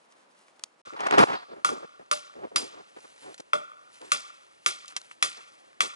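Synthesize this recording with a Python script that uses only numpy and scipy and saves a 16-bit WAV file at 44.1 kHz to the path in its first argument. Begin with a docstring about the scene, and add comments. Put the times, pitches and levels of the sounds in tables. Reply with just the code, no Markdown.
"""In a forest, the back of a hatchet drives a nail into a trunk in steady blows, heard through a camera's two ports.
Each blow rings modes of wood and steel under a noisy crack; noise that dies away stands for the scatter off the trees.
On the camera body a hand rubs as friction noise; twigs tick as short noise bursts and a jacket rustles as
uneven hiss, over the coloured noise of the hush of the wood.
An edit leaves a short silence before the hammering; the camera widens the difference of its two ports."""
import sys
import numpy as np
from scipy import signal
from scipy.fft import rfft, irfft, next_fast_len
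from scipy.io import wavfile
from scipy.ndimage import uniform_filter1d, map_coordinates

SR = 44100
rng = np.random.default_rng(int(sys.argv[2]) if len(sys.argv) > 2 else 0)


def digitize_waveform(pressure):
    """Quantize a signal to 16-bit integers and store it at the path in sys.argv[1].

    Rows of a 2-D input are taken as channels; values are limited to [-1, 1].
    """
    field = np.atleast_2d(pressure).T
    bounded = np.clip(field, -1, 1)
    quanta = np.round(bounded * 32767).astype(np.int16)
    wavfile.write(sys.argv[1], SR, quanta)


def boost_factor(decibels):
    """Convert a level in decibels to a linear amplitude factor."""
    exponent = np.asarray(decibels, float) / 20
    return 10 ** exponent


N = 262395  # length in samples


def unit(x):
    """Scale to rms 1."""
    return x / np.sqrt(np.mean(x ** 2) + 1e-20)


def along(points, hz):
    """Read (Hz, value) points on a log frequency axis."""
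    f, v = np.transpose(points)
    return np.interp(np.log(hz + 1), np.log(f + 1), v)


def filtered(x, response):
    """Multiply the spectrum of x by a complex response of frequency."""
    m = next_fast_len(x.shape[-1] + 8192)
    spectrum = rfft(x, m) * response(np.fft.rfftfreq(m, 1 / SR))
    return irfft(spectrum, m)[..., :x.shape[-1]]


def coloured(x, spectrum):
    """Shape x by (Hz, dB) points."""
    return filtered(x, lambda hz: boost_factor(along(spectrum, hz)))


def noise(spectrum, size):
    """Coloured noise of rms 1."""
    return unit(coloured(rng.standard_normal(size), spectrum))


def wobble(rate):
    """A smooth random curve, rate knots a second."""
    knots = rng.standard_normal(int(N * rate / SR) + 4)
    return map_coordinates(knots, [np.arange(N) * rate / SR])


def level_curve(points, t):
    """Amplitude along (s, dB) points, all but silent outside them."""
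    return boost_factor(np.interp(t, *np.transpose(points), left=-120, right=-120))


def add(track, s, sound):
    """Mix a sound into a track from time s."""
    part = track[..., min(round(s * SR), N):][..., :sound.shape[-1]]
    part += sound[..., :part.shape[-1]]


def ringing(modes, t):
    """Dying modes of alternate sign, at slightly new strengths for each blow."""
    total = 0
    for k, (hz, db, t60) in enumerate(modes):
        strength = boost_factor(db + 1.2 * rng.standard_normal() - 60 * t / t60)
        total = total + (-1) ** k * strength * np.sin(2 * np.pi * hz * t)
    return total


# Blows on the nail; the first falls before the hammering fades in, so only its tail is heard.
# Each row: start in seconds, then the levels of knock, hollow, steel and crack in dB.
BLOWS = [(0.72, -13.5, -19, -50, -18), (1.1895, -15, -33, -42, -24), (1.6466, -16, -32, -40.5, -22),
         (1.6894, -26.5, -37.5, -68, -40), (2.1126, -21, -18.5, -38, -20.5),
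         (2.5591, -20, -52, -22.5, -17.5), (3.532, -17, -15, -49.5, -32.5),
         (4.118, -19.5, -27.5, -36, -17.5), (4.661, -21.5, -30.5, -43.5, -17.5),
         (5.225, -21.5, -37, -38.5, -16.5), (5.805, -19, -41, -53, -18)]
# Modes of the trunk, the handle, the wood grain, the hollow trunk, the steel head and the clink.
# Each row: frequency in Hz, level in dB within its layer, time to fall 60 dB in seconds.
TRUNK_MODES = [(875, -16.5, 0.014), (1134, -9, 0.025), (1213, -2, 0.023)]
HANDLE_MODES = [(1354, -4, 0.036), (1422, -9, 0.098)]
GRAIN_MODES = [(1930, -4, 0.014), (2090, -11, 0.022), (2300, -2, 0.017), (2658, -6.5, 0.02106),
               (3373, 1.5, 0.014)]
HOLLOW_MODES = [(452.4, -12.5, 0.043), (602.7, -15.5, 0.12)]
STEEL_MODES = [(4908, 0, .17), (4890, -9, .15), (4680, -16, .1)]
CLINK_MODES = [(5430, -6.5, 0.037), (6954, -7, 0.035), (9120, -2, 0.028)]
# Colours of the crack close by, of its return from the trees and of the thud down the trunk.
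# Each row: frequency in Hz, relative level in dB.
CRACK_COLOUR = [(300, -7.5), (1500, -26.5), (3000, -6), (6000, -1.5), (9000, -13.5), (11000, -8)]
ECHO_COLOUR = [(300, -27.5), (1500, -5.5), (3000, -0.5), (6000, 0), (9000, -2), (11000, -3.5)]
THUD_COLOUR = [(40, -26), (150, -9), (400, -6.5), (900, -6), (3000, -51)]
# One distinct echo of the wood, a single pair: delay in seconds, level in dB.
FAR_BANK = (.184, -27)


def hatchet():
    """Each blow knocks the wood, rings the steel head, cracks, thuds down the trunk and fills the trees."""
    out, t = np.zeros(N), np.arange(SR // 4) / SR
    # driven hard while the head presses
    press = 1 + 0.95 * np.clip((.0042 - t) / 0.00083, 0, 1)
    contact = (1 - np.exp(-t / 0.00062)) ** 2 * press
    late = (1 - np.exp(-t / 0.0053)) ** 2  # the low trunk sound swells after the contact
    bass_cut = signal.butter(2, 500, "high", fs=SR)  # the small contact radiates little bass
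    for s, knock_db, hollow_db, steel_db, crack_db in BLOWS:
        # the handle gains with hollow over knock
        handle_db = knock_db - 6 + 0.18 * (hollow_db - knock_db)
        # the grain grows by 2 dB a second as the nail sinks; a dull blow wakes it less
        grain_db = knock_db - 11.5 + 2 * s + 0.21 * (crack_db - knock_db)
        # a cleaner hit on the nail raises steel and clink together
        clink_over_crack_db = -10 + .3 * (steel_db + 38.5)

        trunk = boost_factor(knock_db) * ringing(TRUNK_MODES, t)
        handle = boost_factor(handle_db) * ringing(HANDLE_MODES, t)
        grain = boost_factor(grain_db) * ringing(GRAIN_MODES, t)
        hollow = boost_factor(hollow_db) * late * ringing(HOLLOW_MODES, t)
        steel = boost_factor(steel_db) * ringing(STEEL_MODES, t)
        crackle = boost_factor(-60 * t / 0.015) * noise(CRACK_COLOUR, len(t))
        clink = boost_factor(clink_over_crack_db) * ringing(CLINK_MODES, t)
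        crack = boost_factor(crack_db) * (crackle + clink)
        thud = boost_factor(knock_db - 25 - 60 * t / 0.25) * late * noise(THUD_COLOUR, len(t))

        wood = trunk + handle
        sharp = signal.lfilter(*bass_cut, contact * (wood + grain + crack))
        add(out, s, sharp + steel + hollow + thud)
        into_trees = contact * (handle + boost_factor(-2) * trunk + boost_factor(-3.5) * grain) + hollow
        add(out, s, boost_factor(-2.5) * signal.fftconvolve(into_trees, trees(far_db=-16)))
        delay, echo_db = FAR_BANK
        add(out, s + delay, boost_factor(echo_db) * contact * wood)
        # the crack returns as smooth hiss
        add(out, s, boost_factor(crack_db + 22) * coloured(trees(far_db=-16.5), ECHO_COLOUR))
    return out


# Decay of the scatter off the near and the far trees.
# Each row: frequency in Hz, time to fall 60 dB in seconds.
NEAR_TREES = [(200, 0.052), (1200, 0.11), (5000, 0.21), (11000, 0.16)]
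FAR_TREES = [(200, 0.58), (1200, 1), (5000, 0.85), (11000, 0.37)]


def trees(far_db):
    """A fresh scatter off the trunks: near ones die fast, far ones linger, single trunks make it lumpy."""
    hz, t, z = signal.stft(rng.standard_normal(SR), SR, nperseg=256)
    near = boost_factor(-60 * t / along(NEAR_TREES, hz)[:, None])
    far = boost_factor(far_db - 60 * t / along(FAR_TREES, hz)[:, None])
    trunks = uniform_filter1d(rng.standard_normal(z.shape), size=20, axis=0)
    trunks = uniform_filter1d(trunks, size=2, axis=1)
    lumps = boost_factor(2.2 * unit(trunks))
    tail = signal.istft(z * (near + far) * lumps, SR, nperseg=256)[1]
    return np.pad(tail, (150, 0)) / np.linalg.norm(tail)  # starts 150 samples late, energy 1


# The hand slides round the camera body in one long drag.
# Each row: time in seconds, pressure as a level in dB.
DRAG = [(.955, -62), (1.0, -49), (1.055, -44), (1.068, -37.5), (1.08, -52), (1.104, -52.5), (1.112, -37),
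        (1.155, -32.5), (1.17, -41.5), (1.184, -22.5), (1.241, -20), (1.247, -58), (1.3, -40),
        (1.345, -39.5), (1.385, -64), (1.445, -70)]
# Short shifts of the fingers on the body.
# Each row: start in seconds, length in seconds, peak level in dB, place of the peak from 0 to 1.
RUBS = [(.869, 0.021, -53.5, 0.1), (0.927, 0.026, -46, .2), (1.485, 0.14, -49.5, 0.38),
        (1.688, .095, -40.5, 0.28), (1.798, 0.056, -51, 0.5), (1.995, 0.036, -50.5, 0),
        (2.352, 0.13, -45, 0.65), (2.515, 0.17, -45, 0.48), (2.695, 0.13, -55, 0.62),
        (2.964, 0.0296, -56, 0.1), (3.041, 0.019, -60.5, .5), (3.22, 0.11, -52, 0.48),
        (3.398, 0.0106, -49, .05), (4.006, 0.093, -55, 0.28), (4.662, 0.042, -49, 0), (5.235, .027, -56, 0),
        (5.369, 0.039, -62, .2), (5.829, 0.053, -47, 0)]
# Colours of the dull and the bright part of the rub.
# Each row: frequency in Hz, relative level in dB per Hz for the dull part, in dB for the bright part.
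GRIP_COLOUR = [(24, -67.5), (40, -18), (150, -7.5), (314, 1.5), (411, 2), (700, -6), (1380, -18.5),
               (3000, -31.5), (3900, -88.5), (6600, -120)]
SCRATCH_COLOUR = [(300, -26.5), (700, 4), (1200, 1.5), (1700, -2.5), (2600, -8.5), (5000, -18),
                  (11000, -37)]


def hand():
    """Skin sticks and slips on the casing: lumpy low noise, and a scratch whose share shrinks with pressure."""
    t = np.arange(N) / SR
    drag_db = np.interp(t, *np.transpose(DRAG), left=-120, right=-120)
    dull = boost_factor(drag_db)
    bright = dull * boost_factor(5.5 - 0.29 * (drag_db + 45))  # pressing harder dulls it
    rise_db_per_s, fall_db_per_s = 135, 142
    for start, length, db, place in RUBS:
        edge = np.clip(np.minimum(t - start, start + length - t) / .002 + .5, 0, 1)
        since_peak = t - start - place * length
        drop_db = np.maximum(-rise_db_per_s * since_peak, fall_db_per_s * since_peak)
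        level = edge * boost_factor(db - drop_db)
        dull = dull + level
        bright = bright + level * boost_factor(-14.5 - (db + 44.5))  # the scratch peaks alike in every rub
    slips = unit(boost_factor(2.6 * wobble(150) + 1.5 * wobble(50)))  # fast slips and slower surges of the skin
    return casing(dull * slips, GRIP_COLOUR) + casing(bright * slips, SCRATCH_COLOUR)


def casing(drive, spectrum):
    """Friction noise of a given strength, coloured by the camera body."""
    gain = boost_factor(along(spectrum, np.linspace(0, SR / 2, num=4096)))
    return coloured(drive * rng.standard_normal(N), spectrum) / np.sqrt(np.mean(gain ** 2))


# Twigs, chips and buttons.
# Each row: start in seconds, peak level in dB, body over click in dB, time to fall 60 dB in seconds.
TICKS = [(0.4825, -49.5, 7, 0.018), (0.5946, -34.5, -1, 0.012), (0.6373, -12, -10, 0.012),
         (0.9354, -42, 9, 0.011), (1.0052, -27.5, 3.5, 0.027), (1.0669, -25, 3, 0.04),
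         (1.1105, -16, 4, 0.0075), (1.1824, -16, 6.5, 0.04), (2.339, -57.5, 20.5, 0.011),
         (3.0056, -43, -7, 0.026), (3.162, -45.5, 2, 0.02), (3.3434, -31, -3.5, 0.019),
         (3.379, -38.5, -6, 0.085), (3.4015, -26, -13, 0.018), (4.0164, -32, -3.5, 0.01),
         (4.858, -34, -34, 0.017), (4.8798, -28, -34, 0.043), (4.9234, -50, 14, 0.017),
         (4.9647, -16, -7.5, 0.05), (5.0156, -32, -5.5, 0.012), (5.1128, -48.5, 17, 0.023),
         (5.73, -59, 16.5, 0.014)]
# Colours of the bright and the dull part of a snap. Each row: frequency in Hz, relative level in dB.
CLICK_COLOUR = [(1200, -25), (2800, 0), (6000, 4), (11000, -7.5)]
BODY_COLOUR = [(200, -27), (700, -7), (1500, -2.5), (2500, -3.5), (4500, -24)]


def ticks():
    """Short snaps: a bright click over a duller body, with a faint answer from the trees."""
    out, t = np.zeros(N), np.arange(SR // 20) / SR
    faint_per_s = 3.9
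    faint = []  # faint ticks at random moments, one in each slot
    for slot in np.arange(0, N / SR, 1 / faint_per_s):
        s = slot + rng.random() / faint_per_s
        faint.append((s, -56.5 + 4.5 * rng.standard_normal(), -4, .02))
    for s, db, body_db, t60 in TICKS + faint:
        snap = noise(CLICK_COLOUR, len(t)) + boost_factor(body_db) * noise(BODY_COLOUR, len(t))
        # a noise burst peaks at about four times its rms
        add(out, s, boost_factor(db - 60 * t / max(t60, .003)) * snap / 4)
    answer = signal.fftconvolve(out, trees(far_db=-41.0))[:N]
    return out + boost_factor(-29.5) * answer


# The jacket moving, and a sleeve sliding. Each row: time in seconds, level in dB.
JACKET = [(0, -74), (.3, -73.5), (.42, -65), (.6, -74.5), (.9, -75.5), (1.3, -60), (1.55, -108), (2.9, -75),
          (3.05, -58.5), (3.15, -65.5), (3.3, -56), (3.5, -85), (4.05, -59), (4.6, -71.5), (4.9, -58),
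          (5.1, -63.5), (5.5, -64), (5.95, -94)]
SWISH = [(1.1, -56), (1.14, -47), (1.18, -62), (1.3, -82), (1.36, -49.5), (1.43, -64.5), (1.47, -71),
         (1.53, -62.5), (1.56, -90)]
# Colours of the cloth and of the sleeve.
# Each row: frequency in Hz, relative level in dB per Hz for the cloth, in dB for the sleeve.
CLOTH_COLOUR = [(590, -26), (1000, 7.5), (1040, -8), (1200, 2.5), (2570, 4), (6210, 2.5), (11000, 0),
                (14300, -33), (22000, -120)]
SLEEVE_COLOUR = [(2000, -10.5), (3800, 0), (4800, 1.5), (5600, -14.5), (7000, -34), (11000, -31.5)]


def jacket():
    """Stiff cloth: a treble hiss made of uneven crinkles, and a smoother sleeve."""
    t = np.arange(N) / SR
    crinkle = unit(boost_factor(4.0 * wobble(35) + 1.6 * wobble(400)))
    cloth = boost_factor(np.interp(t, *np.transpose(JACKET))) * crinkle * noise(CLOTH_COLOUR, N)
    sleeve = level_curve(SWISH, t) * noise(SLEEVE_COLOUR, N)
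    return cloth + sleeve


# Colours of the forest air before and after the edit. Each row: frequency in Hz, relative level in dB per Hz.
HUSH_BEFORE = [(24, -65), (40, -38), (139, -15.5), (189, -6), (364, -6.5), (569, -4.5), (1180, -7.5),
               (1640, -12.5), (1800, -13), (11000, -30), (14300, -53), (22000, -120)]
HUSH_AFTER = [(24, -47.5), (40, -11.5), (222, -6.5), (356, -4), (410, -3.5), (440, -4), (543, -1.5),
              (737, -5.5), (2750, -10.5), (11000, -19.5), (14300, -110), (22000, -120)]
# Middle levels of the air, a single pair: before and after the edit, in dB.
HUSH_DB = -66, -67


def hush(spectrum, db, wide, alike):
    """Diffuse air of the forest: gently wavering noise whose port difference is only partly like the sum."""
    a, b = (boost_factor(db + 0.856 * wobble(10) + .6 * wobble(34)) * noise(spectrum, N) for _ in range(2))
    alike = np.clip(alike, 0, 1)
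    return ports(a, alike * a + np.sqrt(1 - alike ** 2) * b, wide)


def ports(total, difference, wide):
    """Left and right from the port sum and the difference, which is a quarter cycle off the sum."""
    side = filtered(difference, lambda hz: -1j * boost_factor(along(wide, hz)))
    return np.array([total + side, total - side])


# Port difference over port sum, before the edit and in the hammering. Each row: frequency in Hz, level in dB.
WIDE_BEFORE = [(60, -10), (170, -8), (500, -0.5), (1420, 2.5), (4090, -2), (11800, -6.5)]
WIDE_AFTER = [(60, -2.5), (130, -0.5), (270, 4.5), (580, 11), (1230, 9.5), (2600, 4.5), (5540, -2),
              (11800, -7)]
# Silence at the edit, a single pair: start and end in seconds.
EDIT = (.8165, 0.8506)


def scene():
    """Before the edit ticks and jacket lead on the left; after it they and the blows lead right, the hand left."""
    t = np.arange(N) / SR
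    before = t < EDIT[0]
    after = np.clip((t - EDIT[1]) / 0.0088, 0, 1)  # fades in over 8.8 ms
    blows, rubs, small = hatchet(), hand(), ticks() + jacket()
    first = ports(small, -small, WIDE_BEFORE)
    first = first + hush(HUSH_BEFORE, HUSH_DB[0], WIDE_BEFORE, alike=.2)
    second = ports(small + blows + rubs, small + blows - rubs, WIDE_AFTER)
    second = second + hush(HUSH_AFTER, HUSH_DB[1], WIDE_AFTER, alike=0.93)
    return before * first + after * second


def band_limit(x):
    """A steep low-pass at the top of the band."""
    return signal.sosfilt(signal.butter(12, 12370, fs=SR, output="sos"), x)


def record(dry):
    """The camera rounds off loud peaks, cuts the deep bass and falls steeply above its band limit."""
    rounded = dry / (1 + np.abs(dry / .8) ** 4) ** (1 / 4)
    low_hz, top_hz = 80, 10786

    def band(hz):
        """Second-order bass cut and a very steep treble limit."""
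        return (1j * hz / (low_hz + 1j * hz)) ** 2 / np.sqrt(1 + (hz / top_hz) ** 60)

    mix = filtered(rounded, band)
    return band_limit(mix)


dry = scene()
out = record(dry)
digitize_waveform(out)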